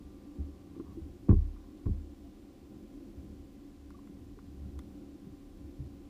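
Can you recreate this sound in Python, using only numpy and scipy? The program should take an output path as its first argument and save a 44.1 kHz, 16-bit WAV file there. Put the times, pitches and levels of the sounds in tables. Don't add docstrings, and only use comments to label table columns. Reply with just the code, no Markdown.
import sys
import numpy as np
from scipy import signal
from scipy.fft import rfft, irfft, next_fast_len
from scipy.io import wavfile
from scipy.ndimage import map_coordinates

SR = 44100
rng = np.random.default_rng(int(sys.argv[2]) if len(sys.argv) > 2 else 0)


def log_audio(samples):
    frames = np.atleast_2d(samples).T
    limited = np.clip(frames, -1, 1)
    pcm = np.round(limited * 32767).astype(np.int16)
    wavfile.write(sys.argv[1], SR, pcm)


N = 268567

# centre_hz, rms_db, half_width_hz
WHINE_BANDS = [(7352, -91.5, 22), (14698, -90.5, 28)]
# frequency_hz, relative_db
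HISS_SPECTRUM = [(300, 2), (1500, 1), (3000, 0), (5000, -2.5), (7500, -7), (10000, -10), (13000, -11.5),
                 (15000, -15)]
# pitch_hz, rms_db, wander_hz
HUM_LINES = [(196.5, -71.5, 3.44), (282.6, -57.5, 1.16), (353.7, -73, 3.2), (391, -70, 1.27),
             (478, -80.5, .6), (703, -80.5, 0.91), (783, -78.5, .5), (1027, -83, 0.97)]
# frequency_hz, relative_db
WASH_SPECTRUM = [(100, -18.5), (165, -25), (200, 0.5), (240, -5), (290, 2.5), (350, -4), (440, -20.5),
                 (540, -13.5), (640, -27.5), (760, -23.5), (900, -33), (1100, -38), (1250, -39.5),
                 (1400, -33.5), (1600, -44.5), (4000, -52.5)]
# frequency_hz, relative_db
RUMBLE_SPECTRUM = [(12, -4), (25, -5), (33, 4.5), (41, 5), (52, -5.5), (90, -17.5), (200, -49)]
# frequency_hz, relative_db
BOOM_SPECTRUM = [(45, -23.5), (60, -14.5), (67, -2), (73, -1.5), (80, -16), (100, -15.5), (200, -68)]
# frequency_hz, relative_db
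TREAD_SPECTRUM = [(50, -23), (90, -1.5), (110, -0.5), (130, -3), (165, -8.5), (195, -2.5), (240, -13),
                  (400, -19), (900, -72)]
# middle_s, length_s, level_db
WEIGHT_SHIFTS = [(0.01, 0.12, -54), (.92, 0.74, -54.5), (2.77, 0.13, -56), (3.27, 0.33, -57),
                 (4.19, 0.24, -56), (4.66, 0.53, -52.5), (5.3, 0.19, -56.5), (5.6, 0.11, -57.5)]
# start_s, level_db, pitch_hz, length_s
WATER_DRIPS = [(2.232, -62, 673, 0.048), (3.942, -56, 1125, 0.018), (3.988, -55, 1020, .008)]
# frequency_hz, relative_db
CLOTH_SPECTRUM = [(300, -10.5), (750, -7), (900, -3.5), (1120, 7), (1350, -15.5), (3000, -23),
                  (9000, -57.5)]
# middle_s, length_s, level_db
SLEEVE_STROKES = [(.55, 0.78, -79.5), (.76, 0.027, -67), (.89, 0.099, -71), (1.54, 0.61, -76.5),
                  (5.32, 0.2, -79)]
# pitch_hz, relative_db
CASE_MODES = [(960, -61), (1070, 1), (1170, 0.5), (1370, -1), (2050, -2.5), (3520, 4)]
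# start_s, level_db, pitch_hz, relative_snap_db, t60_s
TACKLE_CLICKS = [(0.7985, -47.5, 1060, -40, 0.038), (1.562, -58, 1120, -25, 0.053),
                 (1.641, -56, 1090, -25, 0.03), (3.9053, -40, 1280, -6, 0.012),
                 (4.0732, -45.5, 1650, -14, 0.018), (4.389, -42, 1280, -21, 0.015),
                 (4.7908, -40, 1110, 1.5, 0.014), (4.7923, -41.5, 2400, 1, 0.014)]
# pitch_hz, relative_db, t60_s
DECK_MODES = [(39.8, 3.5, 0.6), (73.3, 4.5, 0.49), (85.3, 0, 0.23), (98, -12, 0.39), (130.8, -14.5, 0.25),
              (197.6, -12, 0.21), (219.6, -9, 0.069), (248, -9.5, 0.066), (281.5, -11.5, 0.15),
              (325.5, -9.5, 0.095), (396, -12.5, 0.11), (445, -22, 0.059), (560, -9, 0.02), (770, -25, 0.1),
              (920, -36.5, 0.12), (1053, -11.5, 0.075), (1103, -11.5, 0.082), (1540, -11, 0.035),
              (1820, -11, 0.035), (2480, -14, 0.035), (3150, -14, 0.03)]
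# start_s, level_db, spot_hz
DECK_KNOCKS = [(0.7636, -17.5, 320), (0.7965, -12.5, 328), (2.72, -31, 282), (3.007, -22.5, 307),
               (3.168, -40, 71.5), (3.317, -26, 198), (4.095, -27.5, 196), (4.371, -23, 400),
               (4.654, -24, 198), (4.751, -41, 72), (5.268, -19.5, 227), (5.605, -32.5, 210),
               (5.946, -28, 204)]
# start_s, heel_db, spot_hz, focus_db_per_octave, roll_s, sole_db
FOOTSTEPS = [(0.3815, -24, 224, 9.5, .0145, -30), (0.971, -18, 321, 47, .043, -35),
             (5.788, -16, 126, 32.5, .014, -50)]
# start_s, level_db, spot_hz, bright_hz, focus_db_per_octave
HATCH_CONTACTS = [(1.2858, -16.5, 415, 930, 15), (1.2911, -4.5, 222, 1810, 11.5),
                  (1.2945, -10, 129, 2200, 9), (1.3019, -11.5, 102.7, 170, 5), (1.3104, -11.5, 780, 420, 5),
                  (1.3278, -13.5, 363, 370, 6.5), (1.8566, -25, 63, 1500, 5), (1.8645, -21, 240, 584, 5),
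                  (1.891, -13.5, 157, 300, 19.5), (1.9004, -16, 60.8, 80.4, 37.5)]

WASH_DB, WASH_FADE_DB_PER_S, WASH_ROCK_DB = -54, 0.36, -3
TREAD_REST_DB, BOOM_REST_DB, RUMBLE_DB, CLOTH_REST_DB = -63, -61, -59, -82
BOOM_LAG_S, BOOM_GAIN_DB = 0.036, 3.5
RATTLE_BAND_HZ, RATTLE_DB, RATTLE_T60_S = (1000, 3600), -23.5, 0.034
SHOE_CONTACT_S = 0.0028


def amp(db):
    return 10 ** (np.asarray(db) / 20)


def unit(x):
    return x / np.sqrt(np.mean(x ** 2) + 1e-20)


def wobble(rate):
    knots = rng.standard_normal(int(N * rate / SR) + 4)
    return map_coordinates(knots, [np.arange(N) * rate / SR])


def swells(rows, lag_s=0):
    t = np.arange(N) / SR - lag_s
    return sum(amp(db) * np.exp(-(2 * (t - middle_s) / length_s) ** 2) for middle_s, length_s, db in rows)


def filtered(x, response):
    size = next_fast_len(N + SR // 2)
    return irfft(rfft(x, size) * response(np.fft.rfftfreq(size, 1 / SR)), size)[:N]


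def noise(spectrum):
    hz, db = np.transpose(spectrum)
    white = rng.standard_normal(N)
    return unit(filtered(white, lambda f: amp(np.interp(np.log(f + 1), np.log(hz + 1), db))))


def tones(lines, waver_db):
    out = np.zeros(N)
    for hz, db, wander_hz in lines:
        peak = amp(db + waver_db * wobble(9.5)) * np.sqrt(2)
        pitch_hz = hz + wander_hz * wobble(25.02)
        out += peak * np.sin(2 * np.pi * np.cumsum(pitch_hz) / SR)
    return out


def soften(x, corner_hz):
    return signal.sosfilt(signal.butter(2, min(corner_hz, SR / 3), fs=SR, output="sos"), x)


def add(track, start_s, sound):
    part = track[round(start_s * SR):][:len(sound)]
    part += sound[:len(part)]


def electronics():
    whine = np.zeros(N)
    for hz, db, half_width_hz in WHINE_BANDS:
        band = filtered(rng.standard_normal(N), lambda f: 1 / (1 + ((f - hz) / half_width_hz) ** 2))
        whine += amp(db) * unit(band)
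    return amp(-71.5) * noise(HISS_SPECTRUM) + whine


def motor():
    t = np.arange(N) / SR
    top_db = np.interp(t, [0.52, 0.77], [-79, -88])
    top_line = amp(top_db) * tones([(1174.0, 0.013, 0.53)], waver_db=1.3)
    easing = amp(WASH_DB - WASH_FADE_DB_PER_S * (t - t.mean()))
    rocking = amp(WASH_ROCK_DB) * swells(WEIGHT_SHIFTS)
    unsteady_db = 1.7 * wobble(2.64) + 0.23 * wobble(13)
    wash = np.hypot(easing, rocking) * amp(unsteady_db) * noise(WASH_SPECTRUM)
    return tones(HUM_LINES, waver_db=0.2) + top_line + wash


def hull():
    tread_gain = np.hypot(amp(TREAD_REST_DB), swells(WEIGHT_SHIFTS))
    tread = tread_gain * amp(0.74 * wobble(15)) * noise(TREAD_SPECTRUM)
    boom_gain = np.hypot(amp(BOOM_REST_DB), amp(BOOM_GAIN_DB) * swells(WEIGHT_SHIFTS, BOOM_LAG_S))
    boom = boom_gain * amp(1.2 * wobble(9.2)) * noise(BOOM_SPECTRUM)
    rumble = amp(RUMBLE_DB + 1.2 * wobble(2.6)) * noise(RUMBLE_SPECTRUM)
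    return tread + boom + rumble


def drips():
    out = np.zeros(N)
    for start_s, db, hz, length_s in WATER_DRIPS:
        age = np.linspace(0, 1, round(length_s * SR))
        phase = 2 * np.pi * np.cumsum(hz * (1 + 0.041 * age)) / SR
        add(out, start_s, amp(db) * np.sin(np.pi * age) * np.sin(phase))
    return out


def rain_gear():
    rubbing = np.hypot(amp(CLOTH_REST_DB), swells(SLEEVE_STROKES))
    return rubbing * amp(1.6 * wobble(30)) * noise(CLOTH_SPECTRUM)


def tackle():
    out, t = np.zeros(N), np.arange(SR // 8) / SR
    for start_s, db, pitch_hz, snap_db, t60_s in TACKLE_CLICKS:
        modes = sum(amp(mode_db - 18.6 * abs(np.log2(hz / pitch_hz))) * np.sin(2 * np.pi * hz * t)
                    for hz, mode_db in CASE_MODES)
        ring = modes * amp(-60 * t / t60_s) * (1 - np.exp(-t / 0.0018))
        snap = amp(snap_db - 6.0 - 60 * t / 0.0031) * rng.standard_normal(len(t))
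        add(out, start_s, amp(db) * (ring + soften(snap, 11000)))
    return out


def deck_blow(db, spot_hz, bright_hz, focus_db, ring_share, contact_s=0):
    t = np.arange(SR) / SR
    hz, mode_db, t60_s = np.transpose(DECK_MODES)[:, :, None]
    rise = 1 - np.exp(-(t / (.5 / hz + contact_s)) ** 2)
    swing = rise * np.sin(2 * np.pi * hz * t)
    octaves_away = abs(np.log2(hz / spot_hz))
    strength = amp(mode_db - focus_db * octaves_away + rng.normal(0, 0.063, hz.shape))
    softness = 1 / np.sqrt(1 + (hz / bright_hz) ** 4)
    decay = np.exp(-np.log(1000) * t / (t60_s * ring_share))
    ring = np.sum(strength * softness * swing * decay, axis=0)
    chatter = amp(RATTLE_DB - focus_db - 60 * t / RATTLE_T60_S) * rng.standard_normal(len(t))
    rattle = signal.sosfilt(signal.butter(2, RATTLE_BAND_HZ, "band", fs=SR, output="sos"), chatter)
    return amp(db) * (ring + soften(rattle, bright_hz))


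def brightness_hz(db):
    return 487 * 2 ** ((db + 20) / 18)


def knocks():
    out = np.zeros(N)
    for start_s, db, spot_hz in DECK_KNOCKS:
        bump = deck_blow(db, spot_hz, brightness_hz(db), focus_db=30.5, ring_share=0.54,
                         contact_s=SHOE_CONTACT_S)
        add(out, start_s, bump)
    return out


def footsteps():
    out = np.zeros(N)
    for start_s, heel_db, spot_hz, focus_db, roll_s, sole_db in FOOTSTEPS:
        heel = deck_blow(heel_db, spot_hz, brightness_hz(heel_db), focus_db, ring_share=0.99,
                         contact_s=SHOE_CONTACT_S)
        sole = deck_blow(sole_db, spot_hz=75, bright_hz=116, focus_db=9, ring_share=0.31)
        add(out, start_s, heel)
        add(out, start_s + roll_s, sole)
    return out


def hatch():
    out = np.zeros(N)
    for start_s, db, spot_hz, bright_hz, focus_db in HATCH_CONTACTS:
        add(out, start_s, deck_blow(db, spot_hz, bright_hz, focus_db, ring_share=0.93))
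    return out


def scene():
    angler = hatch() + footsteps() + knocks() + tackle() + rain_gear()
    background = drips() + hull() + motor()
    return (angler + background)[None]


def record(dry):
    sound = signal.sosfilt(signal.butter(2, 22.5, "high", fs=SR, output="sos"), dry[0])
    return filtered(sound + electronics(), lambda hz: hz < 15200)[None]


dry = scene()
out = record(dry)
log_audio(out)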